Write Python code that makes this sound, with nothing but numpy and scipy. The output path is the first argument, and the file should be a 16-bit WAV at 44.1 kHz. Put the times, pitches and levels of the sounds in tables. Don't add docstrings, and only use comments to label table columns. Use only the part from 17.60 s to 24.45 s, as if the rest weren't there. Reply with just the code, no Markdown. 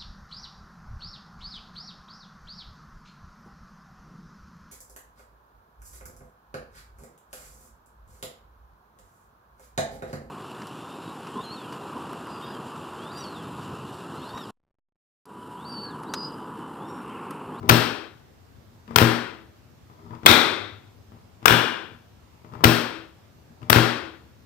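import sys
import numpy as np
from scipy import signal
from scipy.io import wavfile
from scipy.ndimage import uniform_filter1d

SR = 44100
rng = np.random.default_rng(int(sys.argv[2]) if len(sys.argv) > 2 else 0)


def generate_wav(signal):
    frames = np.transpose(np.atleast_2d(signal))
    scaled = np.clip(frames, -1, 1) * 32767
    pcm = np.round(scaled).astype(np.int16)
    wavfile.write(sys.argv[1], SR, pcm)


def makeup_ratio(level_db):
    decades = np.asarray(level_db, float) / 20
    return 10 ** decades


N = 302085

# [f/Hz, level/dB, time to fall 60 dB/s]
TABLE_MODES = [(92, -11.5, 0.1), (120, 1, .27), (165, -5, 0.36), (234.5, -6, 0.36), (326, -10, 0.36),
               (402, -9.5, 0.29), (440, -11, 0.3), (470, -21.5, 0.13), (536, -24, 0.25), (612, -13.5, .4),
               (770, -11.5, 0.25)]
# [f/Hz, width/Hz, level/dB]
KNOB_PEAKS = [(800, 1500, -8), (1008, 120, 2), (1200, 200, 3), (1880, 820, -22)]
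# [f/Hz, width/Hz, level/dB]
SHAFT_PEAKS = [(1900, 900, 3.5), (2700, 700, -1), (3300, 500, -5.5), (4700, 500, -8.5)]


def evened(x):
    return x / np.sqrt(np.mean(x ** 2) + 1e-20)


def read(points, hz):
    f, value = np.transpose(points)
    return np.interp(np.log(hz + 1), np.log(f + 1), value)


def add(mix, s, sound):
    part = mix[..., round(s * SR):][..., :sound.shape[-1]]
    part += sound[..., :part.shape[-1]]


def causal(points):
    half = read(points, np.fft.rfftfreq(2048, 1 / SR)) / 20 * np.log(10)
    full = np.r_[half, half[-2:0:-1]]
    taps = np.fft.ifft(np.exp(full - 1j * signal.hilbert(full).imag)).real[:1024]
    return taps / np.linalg.norm(taps)


def ringing(modes, seconds):
    t = np.arange(round(seconds * SR)) / SR
    taps = sum(makeup_ratio(db - 60 * t / t60) * np.sin(2 * np.pi * hz * t) for hz, db, t60 in modes)
    return taps / np.linalg.norm(taps)


def damped(peaks):
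    return ringing([(hz, db, np.log(1000) / np.pi / width) for hz, width, db in peaks], .03)


def hush():
    # [f/Hz, level per Hz/dB]
    colour = [(18, -55), (30, -28.5), (84, 2), (112, -1.5), (161, -9), (239, -7.5), (287, -12),
              (1010, -23.5), (2480, -30), (5310, -32.5), (10500, -42.5), (14800, -36), (16000, -54)]
    # [f/Hz, likeness 0 to 1]
    likeness = [(60, 0.61), (200, 0.6), (500, 0.045), (1500, 0.092), (8000, .02)]
    # [f/Hz, level/dB]
    balance = [(60, 4), (240, 4), (950, -4), (3770, -0.5), (15000, 0)]
    frames, hz = N // 512 + 5, np.fft.rfftfreq(2048, 1 / SR)
    a, b, c, d, patches = rng.standard_normal((frames, 1025, 5)).T
    patches = evened(uniform_filter1d(uniform_filter1d(patches, 20, 0), 8, 1))
    same = np.clip(read(likeness, hz), -1, 1)[:, None]
    left = a + 1j * b
    right = same * left + np.sqrt(1 - same ** 2) * (c + 1j * d)
    z = np.array([left, right])
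    z *= makeup_ratio(read(colour, hz)[:, None] + patches)
    z[1] *= makeup_ratio(-read(balance, hz))[:, None]
    noise = signal.istft(z, nperseg=2048, noverlap=1536)[1][:, :N]
    return makeup_ratio(-53) * evened(noise)


def room(x):
    # [f/Hz, time to fall 60 dB/s]
    fade = [(120, .5), (330, 0.78), (870, 0.72), (2300, 0.7), (3600, 0.69), (6000, 0.55), (9000, 0.48),
            (14000, 0.35)]
    # [f/Hz, level/dB]
    colour = [(100, -16.5), (300, 4.5), (600, -4.5), (1000, -3.5), (1600, -3.5), (2000, 5), (2600, -1),
              (3500, -3), (3900, -1), (6000, -2.5), (10000, 0.5), (15000, -1.5)]
    # [f/Hz, likeness 0 to 1]
    likeness = [(100, 1), (300, 0.43), (700, 0.093), (1200, 0.47), (8000, 0.62)]
    taps = np.zeros((2, SR))
    at = np.arange(200, SR - 12, 12) + rng.integers(0, 12, (2, (SR - 201) // 12))
    np.put_along_axis(taps, at, rng.choice([-1., 1.], at.shape), 1)
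    hz, t, z = signal.stft(taps, SR, nperseg=256)
    same = np.clip(read(likeness, hz), 0, 1)[:, None]
    z[1] = same * z[0] + np.sqrt(1 - same ** 2) * z[1]
    build = 1 - np.exp(-t / 0.011)
    z = z * build * makeup_ratio(read(colour, hz)[:, None] - 60 * t / read(fade, hz)[:, None])
    tail = signal.istft(z, SR, nperseg=256)[1][:, :32000]
    return signal.oaconvolve(x[None], tail / np.linalg.norm(tail[0]), axes=1)[:, :N]


def coil():
    start_s, end_s = 2.68, 3.86
    t = np.arange(N) / SR
    held = uniform_filter1d(1. * (t > start_s) * (t < end_s), 800)
    throb = 1 + .55 * np.cos(2 * np.pi * 8.2 * (t - 3.15))
    level_db = -40.5 - 7 * (t - start_s)
    return makeup_ratio(level_db) * held * throb * np.sin(2 * np.pi * 101 * t)


def hands():
    # [start t/s, length t/s, rumble level/dB, rub level/dB]
    pushes = [(0, .025, -36.5, -52), (0.032, .06, -32.5, -55), (0.981, .03, -56.5, -74),
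              (1.089, 0.13, -53, -68), (1.274, 0.12, -44, -52), (2.291, .03, -57, -50),
              (2.38, .12, -44.5, -54.5), (2.512, 0.057, -47.5, -49), (2.641, 0.04, -42.5, -59),
              (3.52, 0.055, -47.5, -63), (3.822, 0.0086, -49.5, -54.5), (4.291, 0.061, -46, -62),
              (4.718, .08, -62, -60), (4.856, 0.022, -50.5, -50), (4.911, .1, -44.5, -58.5),
              (5.006, 0.023, -38, -43), (5.74, 0.16, -52, -73), (5.883, 0.099, -54.5, -71),
              (6.009, 0.04, -43, -55), (6.057, 0.029, -44.5, -59)]
    press_s, ease_db_per_s = 0.0089, 297
    rumble, rub, t = np.zeros(N), np.zeros(N), np.arange(N) / SR
    for start, length, rumble_db, rub_db in pushes:
        rise = np.clip((t - start) / press_s, 0, 1)
        press = rise * makeup_ratio(-ease_db_per_s * np.clip(t - start - length, 0, 1))
        rumble += makeup_ratio(rumble_db) * press
        rub += makeup_ratio(rub_db) * press
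    shoves = signal.lfilter([1], [1, -.93], rng.standard_normal(N))
    grains = rng.standard_normal(N) * makeup_ratio(2.0 * rng.exponential(1, N).clip(0, 5))
    grains = grains * makeup_ratio(5 * evened(uniform_filter1d(shoves, size=300)))
    quick_table = ringing([(hz, db, 0.65 * t60) for hz, db, t60 in TABLE_MODES], .2)
    low = evened(signal.oaconvolve(shoves, quick_table)[:N])
    knob = np.convolve(damped(KNOB_PEAKS), damped(KNOB_PEAKS))[:1024]
    body = knob + makeup_ratio(-6) * damped(SHAFT_PEAKS)[:1024]
    scrape = evened(signal.oaconvolve(grains, body)[:N])
    return makeup_ratio(3.5) * low * rumble, makeup_ratio(6.5) * scrape * rub


def blow(row, case, steel, burst_ms, thump_db, room_db, air, walls, wood):
    # [f/Hz, level per Hz/dB]
    spray = [(4000, -37), (5600, 4), (6800, -13), (8800, -2), (10400, -9.5), (12500, 2), (14500, 5),
             (15800, -1), (19000, -9.5)]
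    s, blow_db, table_db, upper_db, fizz_db, pan_db = row
    t = np.arange(900) / SR
    shape = (1 - np.exp(-t / 0.00017)) * np.exp(-t / (burst_ms / 1000))
    chatter = shape * rng.standard_normal((3, 900)) * makeup_ratio(rng.standard_normal((3, 900)))
    chatter /= np.linalg.norm(chatter, axis=1, keepdims=True)
    bodies = [damped(case), makeup_ratio(upper_db) * damped(steel), makeup_ratio(fizz_db) * causal(spray)]
    crack = sum(signal.fftconvolve(c, h)[:1800] for c, h in zip(chatter, bodies))
    left_right_db = np.array([[0], [7.5 - pan_db]])
    add(air, s, makeup_ratio(blow_db + 25.5) * crack * makeup_ratio(left_right_db))
    add(walls, s, makeup_ratio(blow_db + room_db) * sum(h[:1024] for h in bodies))
    push = t * np.exp(-t / 0.00019)
    add(wood, s, makeup_ratio(blow_db + table_db + thump_db) * push / push.sum())


def slips(air, walls, wood):
    # [t/s, blow level/dB, upper ring level/dB]
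    knocks = [(.029, -38.5, -14), (0.057, -40.5, -15), (.079, -38.5, -11.5), (1.278, -44.5, -1.5),
              (1.308, -33.5, -16), (1.343, -40.5, -15.5), (2.298, -44, -21), (2.398, -54.5, -21),
              (2.507, -38.5, -20.5), (2.55, -44.5, -5.5), (2.632, -35.5, -13), (3.519, -44.5, -14.5),
              (3.819, -48.5, -16.5), (3.828, -40, -5.5), (3.843, -46.5, -5.5), (4.846, -40.5, -13),
              (4.922, -51.5, 0), (4.936, -38, -12.5), (4.951, -36, -37), (5.007, -35.5, -34),
              (6.017, -58.5, 5), (6.029, -43, -6)]
    for s, blow_db, upper_db in knocks:
        row = (s, blow_db, -1, upper_db, -33, 10)
        blow(row, KNOB_PEAKS, SHAFT_PEAKS, 4, 32, 22, air, walls[0], wood)


def switch_and_contactors(air, walls, wood):
    # [t/s, blow level/dB, table thump level/dB, upper ring level/dB, fizz level/dB]
    strikes = [
        [(0.0898, -20, -6, -20, -4.5), (0.0927, -7.5, -15, 0, -7.5), (0.0956, 0, -18.5, -1.5, -5.5)],
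        [(1.3595, -4, -31, 0.5, -21), (1.3615, -2.5, -14.5, -9.5, -4.5)],
        [(2.6539, -29.5, 4.5, -11.5, -18.5), (2.6607, -3, -29, -1, 0.5), (2.6634, 7, -38, 1, -15.5)],
        [(3.8564, 2.5, -31, -12, -18), (3.8584, 0, -38, -7.5, -6)],
        [(5.0381, -11, -11, -19, -22), (5.0411, -3, -13, -1.5, -3.5), (5.0443, -6.5, -10.5, 2, -13)],
        [(6.0985, -11, -23.5, -2.5, -3), (6.1017, -5.5, -9, -5, -2)],
    ]
    strike_pan_db = (17.5, 20, 2.5)
    strike_room_db = (15, 19, 16.5)
    # [t/s, blow level/dB, table thump level/dB, upper ring level/dB]
    rebounds = [(.102, -7, -7.5, -5), (.110, -12, 1, -6), (1.3849, -7, -28, -0.5), (1.416, -12, 0.5, -13),
                (1.4249, -9, -6.5, -19.5), (1.441, -40, -21, 0), (2.693, -12, -5.5, -4),
                (2.701, -13, -12, -15.5), (2.714, -4, -15.5, -3), (3.8807, -3, -27.5, 1.5),
                (3.907, -12, -6, -10.5), (3.924, -8.5, -14.5, -28), (5.053, -6, -2.5, -7),
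                (6.129, -3.5, -22, 0), (6.16, -7.5, -3, -13), (6.169, -12.5, -10, -12.5),
                (6.185, -13, -27.5, -16)]
    second_on = (2.62, 3.5, 4.2)
    # [f/Hz, width/Hz, level/dB]
    housings = [
        [(1090, 730, -1.5), (1457, 400, 7), (1840, 2200, -12.5)],
        [(973, 1100, -17), (1455, 370, 7.5), (2280, 1200, 2.5)],
        [(915, 280, -10.5), (1550, 250, 6.5), (2438, 210, -5.5)],
    ]
    # [f/Hz, width/Hz, level/dB]
    armatures = [
        [(2688, 460, 0.5), (3230, 320, -2.5), (3650, 890, 1), (4300, 940, -4), (4537, 2400, -8.5)],
        [(2550, 470, -0.5), (3405, 290, 1), (3604, 260, 2.5), (4030, 680, -7), (5150, 2000, -9.5)],
        [(2870, 190, -0.5), (3060, 250, -1), (3380, 220, 1.5), (4100, 500, -9), (4900, 500, -10.5)],
    ]
    clacks = []
    for turn in strikes:
        for stage, (row, pan_db, room_db) in enumerate(zip(turn, strike_pan_db, strike_room_db)):
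            clacks.append((*row, pan_db, stage == 0, 2.2, room_db))
    for row in rebounds:
        clacks.append((*row, -22.5, 5.5, False, 1.1, 20))
    for k, (*row, knob, burst_ms, room_db) in enumerate(sorted(clacks)):
        phase = np.searchsorted(second_on, row[0]) % len(second_on)
        case = KNOB_PEAKS if knob else housings[phase]
        wall = walls[k % len(walls)]
        blow(row, case, armatures[phase], burst_ms, 33, room_db, air, wall, wood)


def scene():
    air, walls, wood = np.zeros((2, N)), np.zeros((3, N)), np.zeros(N)
    switch_and_contactors(air, walls, wood)
    slips(air, walls, wood)
    rumble, rub = hands()
    flex = damped([(275, 160, 0)])
    table = signal.oaconvolve(wood, ringing(TABLE_MODES, .7))[:N]
    table = table + makeup_ratio(-9.5) * signal.oaconvolve(wood, flex)[:N] + rumble
    walls[1] += makeup_ratio(-7.0) * rub + makeup_ratio(-15) * table
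    thin_bass = signal.butter(2, 465, "high", fs=SR, output="sos")
    direct = signal.sosfilt(thin_bass, air) + rub
    direct[1] = np.roll(direct[1], 16)
    echoes = sum(room(part) for part in walls)
    return direct + table + coil() + makeup_ratio(1.5) * echoes


def band_limit(x):
    return signal.sosfilt(signal.butter(12, 16400, fs=SR, output="sos"), x)


def record(dry):
    # [f/Hz, level/dB]
    right_port = [(60, -2), (300, 2), (600, -1), (1200, -5.5), (2500, -4.5), (5000, -6), (9000, -24.5),
                  (12000, -32), (15000, -22.5)]
    shade = causal(right_port) * makeup_ratio(-17.5)
    x = np.array([dry[0], signal.oaconvolve(dry[1], shade)[:N]])
    x = signal.sosfilt(signal.butter(3, 70, "high", fs=SR, output="sos"), x)
    power_db = 10 * np.log10(abs(uniform_filter1d(x ** 2, 260, origin=129)) + 1e-12)
    fall = np.arange(N) * 470.0 / SR
    peak_db = np.maximum.accumulate(power_db.max(0) + fall) - fall
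    over_db = np.maximum(peak_db + 21, 0)
    duck_db = 0.19 * uniform_filter1d(over_db, 200, origin=99)
    slow_db = 10 * np.log10(abs(uniform_filter1d(x ** 2, 1500)) + 1e-12)
    below_db = np.clip(np.array([[-36], [-44]]) - slow_db, 0, 14)
    quiet_db = np.array([[.6], [.25]]) * below_db
    x = x * makeup_ratio(-duck_db - quiet_db) + hush()
    x = signal.sosfilt(signal.butter(2, 45, "high", fs=SR, output="sos"), x)
    x = signal.oaconvolve(x, signal.firwin(255, 15900, fs=SR)[None], "same")
    return band_limit(np.clip(x, -1, 1))


dry = scene()
out = record(dry)
generate_wav(out)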